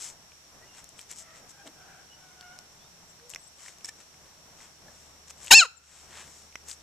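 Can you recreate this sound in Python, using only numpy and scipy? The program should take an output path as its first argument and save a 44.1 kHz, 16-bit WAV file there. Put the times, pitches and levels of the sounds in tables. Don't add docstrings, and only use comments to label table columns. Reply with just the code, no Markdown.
import sys
import numpy as np
from scipy import signal
from scipy.fft import rfft, irfft
from scipy.io import wavfile
from scipy.ndimage import uniform_filter1d, minimum_filter1d

SR = 44100
rng = np.random.default_rng(int(sys.argv[2]) if len(sys.argv) > 2 else 0)


def generate_wav(sig):
    pcm = np.round(np.clip(np.atleast_2d(sig).T, -1, 1) * 32767).astype(np.int16)
    wavfile.write(sys.argv[1], SR, pcm)


N = 300872
T = np.arange(N) / SR
FREQS = np.fft.rfftfreq(N, 1 / SR)


def undb(db):
    return 10 ** (np.asarray(db) / 20)


def unit(x):
    return x / np.sqrt(np.mean(x ** 2))


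def shape(points, hz):
    f, db = np.transpose(points)
    return undb(np.interp(np.log(hz + 1), np.log(f), db))


def filtered(x, gain):
    return irfft(rfft(x) * gain, N)


def noise(points):
    return unit(filtered(rng.standard_normal(N), shape(points, FREQS)))


def walk(rate_hz):
    return unit(filtered(rng.standard_normal(N), np.exp(-np.minimum(FREQS / rate_hz, 10) ** 2)))


def swell(middle, length):
    return np.exp(-2 * np.minimum(np.abs(2 * (T - middle) / length), 10) ** 2)


def rise(at, ramp):
    return .5 + .5 * np.tanh((T - at) / ramp)


def decay(age, t60):
    return np.exp(-np.log(1000) * np.minimum(age / t60, 10))


def yelp(rasp_jitter=0.025, air_db=-34, rasp_noise_db=-8, uneven=.6, resonance_lift=.2):
    voice_jitter = .003
    hz, loudness, rasp, closing = yelp_controls()
    on = loudness > 1e-5
    unsteady_hz = hz * (1 + (voice_jitter + rasp_jitter * rasp) * walk(340))
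    phase = 2 * np.pi * np.cumsum(unsteady_hz)[on] / SR
    k = np.arange(1, 19)[:, None]
    partials = np.sin(k * phase + rng.uniform(0, 2 * np.pi, k.shape))
    gains = throat(k * hz[on], closing[on])
    voice, buzz = np.zeros(N), np.zeros(N)
    power = (gains ** 2).sum(0) / 2
    lift = (power / power.max()) ** resonance_lift
    voice[on] = (gains * partials).sum(0) / np.sqrt(power) * lift
    # f/Hz, level/dB
    harsh = [(25, 12), (80, -14.5), (210, 9), (330, 1.5), (480, 9), (750, -0.5), (980, 9.0),
             (1400, 2.5), (1950, 6.5), (3000, -13.0), (5500, -5.5), (7200, -6), (9000, -3.5), (14000, -9.0)]
    buzz[on] = unit((shape(harsh, k * hz[on]) * partials).sum(0))
    crackle = undb(rasp_noise_db) * np.array([noise(harsh), noise(harsh)])
    air = unit(filtered(rng.standard_normal(N), throat(FREQS, 0)))
    flutter = 1 + .35 * rasp * walk(700)
    flutter[on] += uneven * rasp[on] * np.cos(phase / 2)
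    sound = voice * flutter + rasp * (buzz + crackle) + undb(air_db) * air
    return sound * loudness


def yelp_controls():
    start_s, attack_s, hold_s, release_s = 5.511, .0025, .124, .006
    level_db, sag_db_per_s = -.5, 26.5
    closes_after_s, closing_s, closed_db = 0.097, .007, -2.5
    whimper_db, whimper_after_s, whimper_s = -16, .018, .03
    age = np.clip(T - start_s, -hold_s, 2 * hold_s)
    spent = rise(start_s + hold_s, release_s)
    closing = rise(start_s + closes_after_s, closing_s)
    whimper = undb(whimper_db) * swell(start_s + hold_s + whimper_after_s, whimper_s)
    push = rise(start_s, attack_s) * (1 - spent + whimper)
    loudness = push * undb(level_db - sag_db_per_s * age + closed_db * closing)

    forced_s, forced_rasp_db, clear_rasp_db, whimper_rasp_db = .033, -6, -38.5, -17.5
    forced = 1 - rise(start_s + forced_s, attack_s)
    rasp = undb(clear_rasp_db) + undb(forced_rasp_db) * forced + undb(whimper_rasp_db) * spent

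    rest_hz, top_of_arch_hz, arch_after_s, arch_width_s = 590, 908, .0595, .051
    squeak_hz, squeak_s, break_s, collapse_oct_per_s = 966, .007, .004, 15
    bell = np.exp(-((age - arch_after_s) / arch_width_s) ** 2)
    arch = rest_hz + (top_of_arch_hz - rest_hz) * bell
    hz = squeak_hz + (arch - squeak_hz) * rise(start_s + squeak_s, break_s)
    collapse = 2 ** (-collapse_oct_per_s * np.maximum(age - hold_s, 0))
    return hz * collapse, loudness, rasp, closing


def throat(hz, closing, muffle_db=17):
    # f/Hz, width/Hz, level/dB
    resonances = [(860, 1400, -37.5), (1296, 290, -1), (2630, 640, 8.5), (4044, 750, 5), (5280, 290, 1),
                  (6830, 960, -1), (8080, 400, -12), (12100, 6500, -42.5)]
    # f/Hz, width/Hz, level/dB
    nose_notches = [(2230, 260, -22), (3540, 270, -19)]
    grid = np.linspace(0, SR / 2, 2048)
    gain = sum(undb(db) / (1 + ((grid - f) / (width / np.sqrt(2))) ** 2) ** 2 for f, width, db in resonances)
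    notch_db = sum(db / (1 + (2 * (grid - f) / width) ** 2) for f, width, db in nose_notches)
    octaves_up = np.clip(np.log2((hz + 1) / 1400), 0, 1)
    return np.interp(hz, grid, gain * undb(notch_db)) * undb(-muffle_db * closing * octaves_up)


def scuffs(grain_spread_db=5, grains_per_s=900):
    # middle t/s, length/s, level/dB, dull share/dB
    paw_moves = [(.049, .15, -40, -16), (.778, 0.088, -52, -4.5), (1.003, 0.088, -51.5, -9.5),
                 (1.116, .05, -43.5, -8.5), (1.193, 0.093, -46, -25), (1.37, 0.075, -58, -2.5),
                 (1.502, .05, -53, -19), (1.672, 0.054, -56.5, 1.5), (3.311, 0.05, -47.5, -27),
                 (3.659, 0.2, -51, -7), (3.856, 0.027, -41, -15), (3.887, 0.03, -44, -15),
                 (4, 0.083, -57, -5), (4.628, 0.16, -56, -4), (5.013, .33, -61, -11),
                 (5.282, .013, -49, -8), (5.306, .03, -48.5, -8.5), (5.46, 0.17, -47.5, -9),
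                 (5.946, 0.36, -55, -6), (6.18, 0.18, -51.5, 1.5), (6.35, .34, -55.5, -15),
                 (6.708, 0.091, -42, -15.5)]
    # f/Hz, level/dB per Hz
    grit_colour = [(300, -50), (2500, -13.5), (4500, -9), (6000, -0.5), (7700, 3.5), (9500, -11),
                   (14000, -23.5)]
    # f/Hz, level/dB per Hz
    earth_colour = [(100, -17.5), (500, -0.5), (1000, 4), (1900, 5), (3800, -1.5), (6000, -21.5),
                    (12000, -40.5)]
    gritty_s = 0.23
    grains = (rng.random(N) < grains_per_s / SR) * rng.choice([-1, 1], N)
    grains = unit(grains * undb(grain_spread_db * np.minimum(rng.exponential(size=N), 3)))
    brush = rng.standard_normal(N)
    bright, dull = np.zeros(N), np.zeros(N)
    for s, length, db, dull_db in paw_moves:
        grit = np.exp(-abs(length / gritty_s))
        texture = np.sqrt(1 - grit) * brush + np.sqrt(grit) * grains
        push = undb(db) * swell(s, length) * texture
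        bright += push
        dull += undb(dull_db) * push
    bright = filtered(bright, unit(shape(grit_colour, FREQS)))
    return bright + filtered(dull, unit(shape(earth_colour, FREQS)))


def thud():
    # f/Hz, level/dB per Hz
    ground_colour = [(120, -28), (270, 3), (450, -5), (900, -5), (1600, -38)]
    middle_s, length_s, level_db = 1.672, 0.066, -49.5
    return undb(level_db) * swell(middle_s, length_s) * noise(ground_colour)


def ticks(ring_db=-5, crack_db=-8, crack_share=0.14, crack_octaves=0.38):
    # t/s, level/dB, ring f/Hz
    close_ticks = [(.843, -28, 7140), (.891, -34, 7460), (.992, -27, 3090), (1.014, -28.5, 5700),
                   (1.1145, -22, 7400), (1.675, -31, 2910), (2.410, -29, 4400), (2.589, -25, 5400),
                   (3.296, -27, 7400), (3.302, -24, 7200), (3.337, -30.5, 2750), (3.348, -21, 5170),
                   (3.360, -23, 2040), (3.661, -36, 1820), (3.683, -34.5, 2090), (3.785, -36, 6460),
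                   (4.883, -40.5, 622), (5.303, -28, 5600), (5.445, -30, 7000), (5.464, -26, 7200),
                   (5.472, -28.5, 2600), (5.481, -26, 2797), (6.556, -24, 2100), (6.687, -23.5, 7200),
                   (6.714, -24, 4900)]
    ring_cycles = 27
    overtone_ratio, overtone_db, highest_mode_hz = 2.75, -3.5, 9000
    t = T[:4096]
    freqs = np.fft.rfftfreq(len(t), 1 / SR) + 1
    out = np.zeros(N + len(t))
    for s, db, hz in list(close_ticks) + stray_ticks():
        t60 = ring_cycles / hz
        modes = [(hz, 1), (overtone_ratio * hz, undb(overtone_db))]
        ring = sum(g * np.sin(2 * np.pi * f * t) for f, g in modes if f < highest_mode_hz)
        ring = ring * decay(t, t60)
        colour = 1 / (1 + (np.log2(freqs / hz) / crack_octaves) ** 2)
        crack = unit(irfft(rfft(rng.standard_normal(len(t))) * colour))
        crack = crack * np.exp(-t / (crack_share * t60))
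        start = int(s * SR)
        out[start:start + len(t)] += undb(db) * (undb(ring_db) * ring + undb(crack_db) * crack)
    return out[:N]


def stray_ticks():
    per_s, mid_db, spread_db, mid_hz, spread_octaves = 4, -45.5, 3, 3500, 1.2
    when, size, pitch = rng.random((int(per_s * N / SR), 3)).T
    db = mid_db + spread_db * (2 * size - 1)
    hz = mid_hz * 2 ** (spread_octaves * (2 * pitch - 1))
    return list(zip(when * N / SR, db, hz))


def knocks():
    # t/s, level/dB, tilt/dB per octave
    contacts = [(3.846, -27, 6.5), (3.888, -32.5, -2.5)]
    # f/Hz, level/dB, t60/s
    hollow_modes = [(1780, -10, 0.051), (2310, -12.5, 0.04), (5480, -2.5, 0.031), (8020, -4, 0.0099)]
    pivot_hz = hollow_modes[2][0]
    out = np.zeros(N)
    for s, db, tilt_db in contacts:
        t = np.clip(T - s, 0, 1)
        for hz, mode_db, t60 in hollow_modes:
            gain = undb(db + mode_db + tilt_db * np.log2(hz / pivot_hz))
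            out += gain * np.sin(2 * np.pi * hz * t) * decay(t, t60)
    return out


def echoes(x, far_db=-40, far_t60=0.6):
    near_db, near_t60 = -21, .24
    far_colour = shape([(300, -11.5), (1300, -4.5), (2600, -15), (5000, -15.0), (10000, -23.0)], FREQS)
    out = []
    for near, far in rng.standard_normal((2, 2, N)):
        near = near * decay(T, near_t60) * (T > .002)
        far = filtered(far, far_colour) * decay(T, far_t60) * (T > .02)
        near = undb(near_db) * near / np.linalg.norm(near)
        far = undb(far_db) * far / np.linalg.norm(far)
        out.append(signal.fftconvolve(x, (near + far)[:SR])[:N])
    return np.array(out)


def rooster(waver=0.012, hoarse_waver=0.08, smear_t60=0.45):
    # f/Hz, level/dB
    crow_colour = [(600, 7), (750, 10), (1500, 12), (1950, 14), (2200, 2.5), (3000, 2), (4500, -15)]
    hz, loudness, hoarse = crow_controls()
    phase = 2 * np.pi * np.cumsum(hz * (1 + (waver + hoarse_waver * hoarse) * walk(288))) / SR
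    harmonics = sum(shape(crow_colour, k * hz) * np.sin(k * phase) for k in range(1, 6))
    call = unit(harmonics) * loudness
    paths = rng.standard_normal((2, SR // 2)) * decay(T[:SR // 2], smear_t60)
    smeared = [call + signal.fftconvolve(call, p / np.linalg.norm(p))[:N] for p in paths]
    return np.array(smeared) / np.sqrt(2)


def crow_controls():
    # start t/s, length/s, pitch f/Hz, level/dB, hoarseness 0-1
    syllables = [(1.2, 0.17, 650, -56.5, .9), (1.54, 0.095, 790, -54.5, .6), (1.77, 0.25, 770, -55.5, 0.93),
                 (2.18, 0.41, 742, -57, .2)]
    edge_s, sag_hz_per_s = 0.028, 40
    throb_db, throb_rate_hz = 3, 16
    hz, loudness, hoarse = np.full(N, 1. * syllables[0][2]), np.zeros(N), np.zeros(N)
    for s, length, pitch, db, hoarseness in syllables:
        begun = T > s - 2 * edge_s
        hz[begun] = pitch - sag_hz_per_s * (T[begun] - s)
        hoarse[begun] = hoarseness
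        loudness += undb(db) * rise(s, edge_s) * (1 - rise(s + length, edge_s))
    return hz, loudness * undb(throb_db * walk(throb_rate_hz)), hoarse


def far_notes(waver=0.015):
    # middle t/s, length/s, f/Hz, level/dB, glide/octaves per s
    faint_notes = [(.635, .05, 1950, -57.5, 3), (.713, .15, 2830, -64.5, -0.5),
                   (2.13, 0.081, 2904, -58, .5), (2.839, .1, 3540, -64, 2), (3.05, .9, 167.6, -69, -0.5),
                   (3.102, .05, 7680, -59, 2), (3.25, 0.12, 478, -58.5, 1), (3.408, 0.055, 8150, -58.5, 6),
                   (3.441, 0.035, 7530, -55.5, -1), (3.475, 0.034, 8160, -54.5, 5),
                   (5.776, 0.028, 7450, -47, -5)]
    out, unsteady = np.zeros(N), 1 + waver * walk(140)
    for s, length, hz, db, glide in faint_notes:
        on = np.abs(T - s) < length
        gliding_hz = hz * 2 ** (glide * (T[on] - s)) * unsteady[on]
        phase = 2 * np.pi * np.cumsum(gliding_hz) / SR
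        out[on] += undb(db) * swell(s, length)[on] * np.sqrt(2) * np.sin(phase)
    return out


def motor():
    motor_hz, level_db = 73.6, -72
    louder_at_s, ramp_s, louder_db = 4.9, .2, 7.5
    motor_db = level_db + louder_db * rise(louder_at_s, ramp_s)
    phase = 2 * np.pi * np.cumsum(motor_hz * (1 + 0.041 * walk(27))) / SR
    return np.sqrt(2) * np.sin(phase) * undb(motor_db + 1 * walk(12))


def open_air(yard_db=-61.5, side_db=-7, swell_db=1.9):
    # f/Hz, level/dB per Hz
    yard_colour = [(20, -2), (50, -5), (80, -1.5), (160, 4.5), (240, -2.5), (450, -2.5), (700, -0.5),
                   (1200, -5), (2200, -12), (4500, -35.5), (14000, -22.5)]
    side = undb(side_db) * noise(yard_colour) * np.array([[1], [-1]])
    return undb(yard_db + swell_db * walk(7.9)) * (noise(yard_colour) + side)


def scene():
    puppies = yelp() + scuffs() + thud() + ticks() + knocks()
    return puppies + echoes(puppies.mean(0)) + rooster() + far_notes() + motor() + open_air()


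def gain_control(x, threshold_db=-27, depth_db=7.5, attack_s=0.0098, hold_s=0.17, release_s=0.22):
    power = uniform_filter1d(np.mean(x ** 2, axis=0), size=256)
    cut_db = -np.clip(10 * np.log10(np.abs(power) + 1e-12) - threshold_db, 0, depth_db)
    attack, hold, release = (int(s * SR) // 2 * 2 + 1 for s in (attack_s, hold_s, release_s))
    held = minimum_filter1d(cut_db, hold, origin=hold // 2)
    falling = uniform_filter1d(held, attack, origin=attack // 2)
    returning = uniform_filter1d(held, release, origin=release // 2)
    return x * undb(np.minimum(falling, returning))


def record(dry, hiss_db=-55.5):
    # f/Hz, level/dB
    port_tilt = [(100, 0), (1000, 1.5), (4500, 2.5), (5600, -12), (6500, 3), (7700, 25.5), (9000, 19),
                 (14000, 10.5)]
    # f/Hz, level/dB per Hz
    hiss_colour = [(100, -16), (1000, -8.5), (4500, -8), (5100, -7), (5600, 4.5), (6300, -6.5),
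                   (7600, -6.5), (9000, -14), (14000, -19.5)]
    top_hz = 14300
    tilt = shape(port_tilt, FREQS)
    ports = filtered(dry, 2 * np.array([tilt, np.ones_like(tilt)]) / (1 + tilt))
    hiss = undb(hiss_db) * np.array([noise(hiss_colour), noise(hiss_colour)])
    x = gain_control(ports + hiss)
    x = x / (1 + x ** 12) ** (1 / 12)
    return signal.sosfilt(signal.ellip(10, .2, 60, top_hz, fs=SR, output="sos"), x)


dry = scene()
out = record(dry)
generate_wav(out)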